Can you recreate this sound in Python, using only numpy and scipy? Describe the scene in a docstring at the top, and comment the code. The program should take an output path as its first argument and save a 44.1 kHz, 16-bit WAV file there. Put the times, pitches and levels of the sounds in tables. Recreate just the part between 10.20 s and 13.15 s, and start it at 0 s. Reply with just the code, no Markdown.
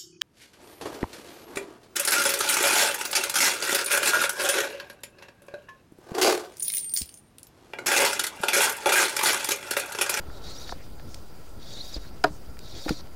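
"""Fly line stripped in three pulls, close to a small camera microphone on a calm lake bank.
Close: dense tiny slips hiss through finger and guides, with a whistle that follows line speed.
Also close: slack line brushes skin, rod and reel ring from knocks, and the camera takes low jolts.
Far: noise shaped into rumble and air, a band-filtered engine that drops to a fainter level, and a
narrow-band insect buzz."""
import sys
import numpy as np
from scipy import signal
from scipy.io import wavfile
from scipy.ndimage import uniform_filter1d

SR = 44100
rng = np.random.default_rng(int(sys.argv[2]) if len(sys.argv) > 2 else 0)


def inscribe(sig):
    """Save sig as 16-bit PCM at rate SR to the path in sys.argv[1].

    A 1-D sig is mono; a 2-D sig holds one channel per row.
    Samples are clipped to [-1, 1] before scaling.
    """
    pcm = np.round(np.clip(np.atleast_2d(sig).T, -1, 1) * 32767)
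    wavfile.write(sys.argv[1], SR, pcm.astype(np.int16))


N = 130095  # samples

# Far: spectrum of the open air, relative. Columns: pitch_hz, density_db
AIR_SPECTRUM = [(12, -30), (20, 0), (22, 14.5), (49, -7), (134, -12.5), (270, -19), (399, -20.5),
                (1400, -35.5), (2600, -37.5), (4810, -37.5), (7950, -42.5), (14300, -46), (16000, -39.5)]
AIR_LEVEL_DB, AIR_PATCH_DB = -44.5, 1.9  # overall rms; rms depth of the drifting patches
# Far: level of the engine over time. Columns: time_s, level_db
ENGINE_LEVEL = [(0, -49.5), (.2, -49.5), (.45, -49.5), (.6, -58.5), (.9, -54), (1.1, -55.5)]
# Far: resonances that colour the engine. Columns: pitch_hz, width_hz, level_db
ENGINE_BODY = [(350, 294, -5.5), (603.4, 718, -3.5), (1310.8, 153, -8)]
# Bands of the insect buzz. Columns: pitch_hz, width_hz, level_db
INSECT_BANDS = [(4800, 360, -66.5), (9566, 236, -74), (14110, 500, -70), (11540, 9.9, -83.5)]

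# Close: modes of rod and reel ringing freely, relative. Columns: pitch_hz, level_db, t60_s
ROD_MODES = [(175, -7.5, 0.187), (298.25, 2, 0.1467), (419.8, 3, 0.0539), (527.1, 1.5, 0.0885),
             (637, 2.5, 0.061), (714.9, 7, 0.0387), (959.7, 2.5, 0.036), (1241.4, -0.5, 0.0334),
             (1441, 4, 0.0292), (1650, -1.5, 0.0325), (1817, -5, 0.042), (2512, -4.5, 0.0172),
             (3090, -13.5, 0.0256), (3900, 0, 0.0074), (5000, -3, 0.016), (7000, -9, 0.0246)]
# Close: knocks on rod and reel. Columns: start_s, level_db, colour_hz, breadth_octaves, chatter_s,
# ring_time_factor (the grip's effect on t60), crack_db (against the blow)
KNOCKS = [(0.061, -60.5, 2000, 1.33, 0.00082, 0.23, -3), (0.0984, -42, 1410, 0.53, 0.00113, 0.58, -1.5),
          (0.4925, -30, 1800, 0.925, 0.00048, 0.56, -1), (0.5223, -28, 733, 0.85, 0.00146, 0.55, -2.5),
          (0.5239, -42, 1650, 0.41, 0.0017, 0.44, 3), (0.7969, -39, 2000, 1.53, 0.00072, 0.51, 3.5),
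          (0.9441, -31.5, 5310, 0.75, 0.00094, 0.275, 6.5), (1.2407, -61, 2000, 0.76, 0.00097, 0.37, 1),
          (1.761, -31, 350, 1.05, 0.0045, 0.424, -4), (1.766, -40.5, 1680, 1.2, 0.0064, 0.24, -0.5),
          (2.0395, -12.5, 2390, 1.65, 0.00141, .8, -0.5), (2.0422, -7, 977, 1.195, 0.00192, 1.42, -6),
          (2.0428, -23.5, 4500, 0.424, 0.0018, 1.6, -3), (2.06, -27.5, 592, 1.27, 0.0102, .6, 0),
          (2.057, -31, 3970, 1.05, 0.0105, 0.37, -7.5), (2.3698, -46.5, 2000, 0.71, 0.00096, 0.27, 4.5),
          (2.391, -35.5, 5800, 1.33, 0.00082, 0.27, 4), (2.661, -20.5, 319, 1.014, 0.00197, 0.32, -12),
          (2.68, -28, 1330, 1.83, 0.00694, 0.48, 2.5), (2.692, -18.5, 3240, 1.55, 0.00166, 0.314, 0),
          (2.706, -18.5, 298, 0.443, 0.0026, 0.396, 2), (2.795, -40.5, 497, 2.1, 0.0082, 0.27, -3),
          (2.8716, -47, 3000, 1.5, 0.00096, .3, 0.5)]
CHATTER_SHARE, SNAP_DB = 0.506, -32.5  # chatter norm against the blow; unfiltered edge of the crack

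# Close: one list of points per pull of line.
# Columns: time_s, friction_db, whistle_hz (from line speed), whistle_db (before the guides add to it)
PULLS = [
    [(.09, -69.5, 3500, -69), (.12, -59, 3580, -80), (.18, -51, 3600, -75), (.2, -66, 3610, -79.5),
     (.24, -46.5, 3640, -69), (.3, -43, 3800, -56), (.325, -45, 4200, -58), (.36, -47, 5030, -53),
     (.395, -47, 5860, -52), (.415, -45.5, 6690, -62.5), (.46, -47, 5000, -55.5), (.52, -42.5, 3800, -71.5),
     (.55, -59.5, 3500, -81.5)],
    [(1.38, -69, 3500, -98), (1.42, -52, 3525, -67.5), (1.49, -49, 3470, -56.5), (1.51, -44, 3520, -61.5),
     (1.565, -46.5, 3763, -40), (1.605, -45.5, 3900, -40), (1.63, -44.5, 4800, -56.5),
     (1.66, -46, 6550, -63.5), (1.69, -46.5, 7000, -66.5), (1.72, -48, 5780, -62.5),
     (1.745, -43, 4800, -43), (1.77, -44, 3610, -42.5), (1.785, -58, 3480, -78.5),
     (1.82, -52.5, 3500, -82.5), (1.89, -57, 3520, -86.5), (1.91, -79.5, 3500, -82)],
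    [(2.4, -61, 3530, -88.5), (2.44, -53, 3420, -77), (2.5, -48.5, 3540, -76.5), (2.55, -47.5, 3455, -50.5),
     (2.575, -43.5, 3800, -51), (2.605, -45, 5000, -48), (2.65, -43, 5914, -64.5), (2.7, -40.5, 5470, -72),
     (2.76, -47, 4372, -45), (2.81, -48, 3720, -63.5), (2.82, -79.5, 3520, -82.5)],
]
# Close: resonances of the rod guides, relative. Columns: pitch_hz, width_hz, level_db
GUIDES = [(542, 180, -4.5), (2000, 2720, -6.5), (3461, 423, -5.5), (3800, 160, -3), (4200, 454, 1.5),
          (4500, 1830, 0.5), (4896, 382, -1), (5460, 516, -8.5), (6992, 2520, -7), (9860, 2300, -13.5),
          (14960, 1300, -17)]
RUB_GRAINS_PER_S, RUB_SPREAD_DB = 7000, 2.5  # slips per second; scale of their uneven sizes
GUIDE_FLICKER_DB, WHISTLE_FLICKER_DB = 2.5, 3.5  # rms; contact keeps changing
WHISTLE_WIDTH_HZ, WHISTLE_WOBBLE, WHISTLE_DIRECT_DB = 154, 0.0237, -1  # wobble: rms share of pitch
# the treble swells with line speed: its level is given at a 5000 Hz whistle
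TREBLE_HZ, TREBLE_WIDTH_HZ, TREBLE_DB, TREBLE_DB_PER_OCTAVE = 12400, 10900, -17, 16

# At the microphone: jolts of the camera when the line comes tight.
# Columns: start_s, level_db (before doubling), pitch_hz, t60_s
JOLTS = [(0.526, -34, 60, 0.071), (1.764, -32, 44.3, 0.2), (2.046, -37.5, 135.7, 0.149),
         (2.692, -25.5, 43.1, 0.086), (2.707, -33.5, 151.8, 0.092)]
# Close: light brushes of slack line on skin. Columns: start_s, length_s, level_db, centre_hz
BRUSHES = [(.6, 0.087, -59, 5000), (0.858, 0.159, -55.5, 5600), (1.227, 0.107, -62.5, 6500),
           (2.084, 0.12, -58, 5750), (0.563, 0.089, -57.5, 2000), (1.82, 0.0546, -55.5, 1500)]

OFFSET, EDGE_HZ = -.0147, 15780  # steady offset, full scale 1; upper band limit


def amp(db):
    """Decibels to amplitude."""
    return 10 ** (np.asarray(db) / 20)


def evened(x):
    """Scale to rms 1."""
    return x / np.sqrt(np.mean(x ** 2) + 1e-20)


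def add(mix, start_s, sound):
    """Lay a sound into the mix, cut at the end."""
    part = mix[round(start_s * SR):][:len(sound)]
    part += sound[:len(part)]


def resonate(x, hz, width_hz):
    """Resonance of gain 1 that follows hz: shift down to zero, smooth, shift back."""
    turn = np.exp(2j * np.pi * np.cumsum(hz * np.ones(len(x))) / SR)
    decay = np.exp(-np.pi * width_hz / SR)
    return 2 * (turn * signal.lfilter([1 - decay], [1, -decay], x / turn)).real


def resonate_twice(x, hz, width_hz):
    """Two equal resonances in a row, for steeper sides."""
    return resonate(resonate(x, hz, width_hz), hz, width_hz)


def band(x, hz, width_hz):
    """Steep band at rms 1."""
    return evened(resonate_twice(x, hz, width_hz))


def wander(n, size):
    """Smooth chance at rms 1, averaged twice over size samples."""
    return evened(uniform_filter1d(uniform_filter1d(rng.standard_normal(n), size), size))


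def rub(n):
    """Friction as dense tiny slips of uneven size and random sign, at rms 1."""
    draw = rng.random((n, 3))
    size_db = RUB_SPREAD_DB * np.minimum(-np.log(1 - draw[:, 0]), 3.5)
    size = amp(size_db) * np.sign(draw[:, 1] - .5)
    return evened(size * (draw[:, 2] < RUB_GRAINS_PER_S / SR))


def air():
    """Open-air rumble and hiss: noise shaped in frequency, with patches that drift in level."""
    frames, hz = N // 256 + 5, np.fft.rfftfreq(1024, 1 / SR)
    real, imaginary, patches = rng.standard_normal((frames, 513, 3)).T
    patches = uniform_filter1d(patches, size=40, axis=0)  # across frequency
    patches = evened(uniform_filter1d(patches, size=6, axis=1))  # across time
    pitch_hz, density_db = np.transpose(AIR_SPECTRUM)
    shape_db = np.interp(np.log(hz + 1), np.log(pitch_hz), density_db)[:, None]
    spectrum = (real + 1j * imaginary) * amp(shape_db + AIR_PATCH_DB * patches)
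    spectrum = spectrum * (hz > 10)[:, None]
    return amp(AIR_LEVEL_DB) * evened(signal.istft(spectrum, nperseg=1024, noverlap=768)[1][:N])


def far_engine():
    """One noise through the body's resonances, dropping to a fainter level."""
    time_s, level_db = np.transpose(ENGINE_LEVEL)
    noise = rng.standard_normal(N)
    body = sum(amp(db) * band(noise, hz, width) for hz, width, db in ENGINE_BODY)
    return body * amp(np.interp(np.arange(N) / SR, time_s, level_db))


def insect_buzz():
    """Steady noise in separate bands."""
    return sum(amp(db) * band(rng.standard_normal(N), hz, width) for hz, width, db in INSECT_BANDS)


def knock(start_s, level_db, colour_hz, octaves, chatter_s, ring_time_factor, crack_db):
    """A blow and its short chatter crack drily and ring the modes near its colour."""
    t = np.arange(5000) / SR
    ring = np.zeros(len(t))
    for k, (hz, db, t60_s) in enumerate(ROD_MODES):
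        off_colour_db = 4.14 * (np.log2(hz / colour_hz) / octaves) ** 2
        decay_db = 60 * t / (t60_s * ring_time_factor)
        ring += (-1) ** k * amp(db - decay_db - off_colour_db) * np.sin(2 * np.pi * hz * t)

    draw, u = rng.standard_normal((2, 5000)), t / chatter_s
    hits = draw[0] * (abs(draw[1]) > 1.1)
    chatter = hits * (u + 0.264) * np.exp(-u)
    crack = band(chatter, colour_hz, colour_hz * octaves) + amp(SNAP_DB) * evened(chatter)
    drive = CHATTER_SHARE * chatter / np.linalg.norm(chatter) + (t == 0)  # the blow is one sample
    rung = signal.fftconvolve(drive, ring / abs(ring).max())[:5000]
    return start_s, amp(level_db) * (rung + amp(crack_db) * crack / abs(crack).max())


def pull(rows):
    """Slips ring the guides in shifting shares; the line's surface texture whistles higher as it
    runs faster, louder where it crosses a guide resonance."""
    time_s, friction_db, whistle_hz, whistle_db = np.transpose(rows)
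    t = np.arange(time_s[0], time_s[-1], 1 / SR)
    n = len(t)
    slips, speed_hz = rub(n), np.interp(t, time_s, whistle_hz)

    hiss = np.zeros(n)
    for k, (hz, width, db) in enumerate(GUIDES):
        share_db = db + GUIDE_FLICKER_DB * wander(n, size=700)
        hiss += (-1) ** k * amp(share_db) * band(slips, hz, width)
    treble_db = TREBLE_DB + TREBLE_DB_PER_OCTAVE * np.log2(speed_hz / 5000)
    hiss = evened(hiss) + amp(treble_db) * band(rub(n), TREBLE_HZ, TREBLE_WIDTH_HZ)

    pitch_hz = speed_hz * (1 + WHISTLE_WOBBLE * wander(n, size=300))
    source = band(rub(n), pitch_hz, WHISTLE_WIDTH_HZ) * amp(WHISTLE_FLICKER_DB * wander(n, size=350))
    whistle = amp(WHISTLE_DIRECT_DB) * source
    for k, (hz, width, db) in enumerate(GUIDES):
        whistle += (-1) ** k * amp(db) * resonate_twice(source, hz, width)

    hiss = amp(np.interp(t, time_s, friction_db)) * hiss
    return time_s[0], hiss + amp(np.interp(t, time_s, whistle_db)) * whistle


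def jolt(start_s, level_db, hz, t60_s):
    """A low push that swings back and dies away, as a decaying sine."""
    t = np.arange(6000) / SR
    return start_s, amp(level_db - 60 * t / t60_s) * np.sin(2 * np.pi * hz * t) * 2


def brush(start_s, length_s, level_db, hz):
    """A short soft swish: friction in one broad band that swells and fades."""
    n = round(length_s * SR)
    return start_s, amp(level_db) * np.sqrt(np.hanning(n)) * band(rub(n), hz, 0.59 * hz)


def scene():
    """The far background, then the close events laid over it, in one channel."""
    mix = air() + far_engine() + insect_buzz()
    for row in KNOCKS:
        add(mix, *knock(*row))
    for rows in PULLS:
        add(mix, *pull(rows))
    for row in JOLTS:
        add(mix, *jolt(*row))
    for row in BRUSHES:
        add(mix, *brush(*row))
    return mix[None]


def record(dry):
    """The band limit, then a small steady offset."""
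    lowpass = signal.firwin(1023, EDGE_HZ, window=("kaiser", 9), fs=SR)
    return OFFSET + signal.oaconvolve(dry, lowpass[None], "same")


dry = scene()
out = record(dry)
inscribe(out)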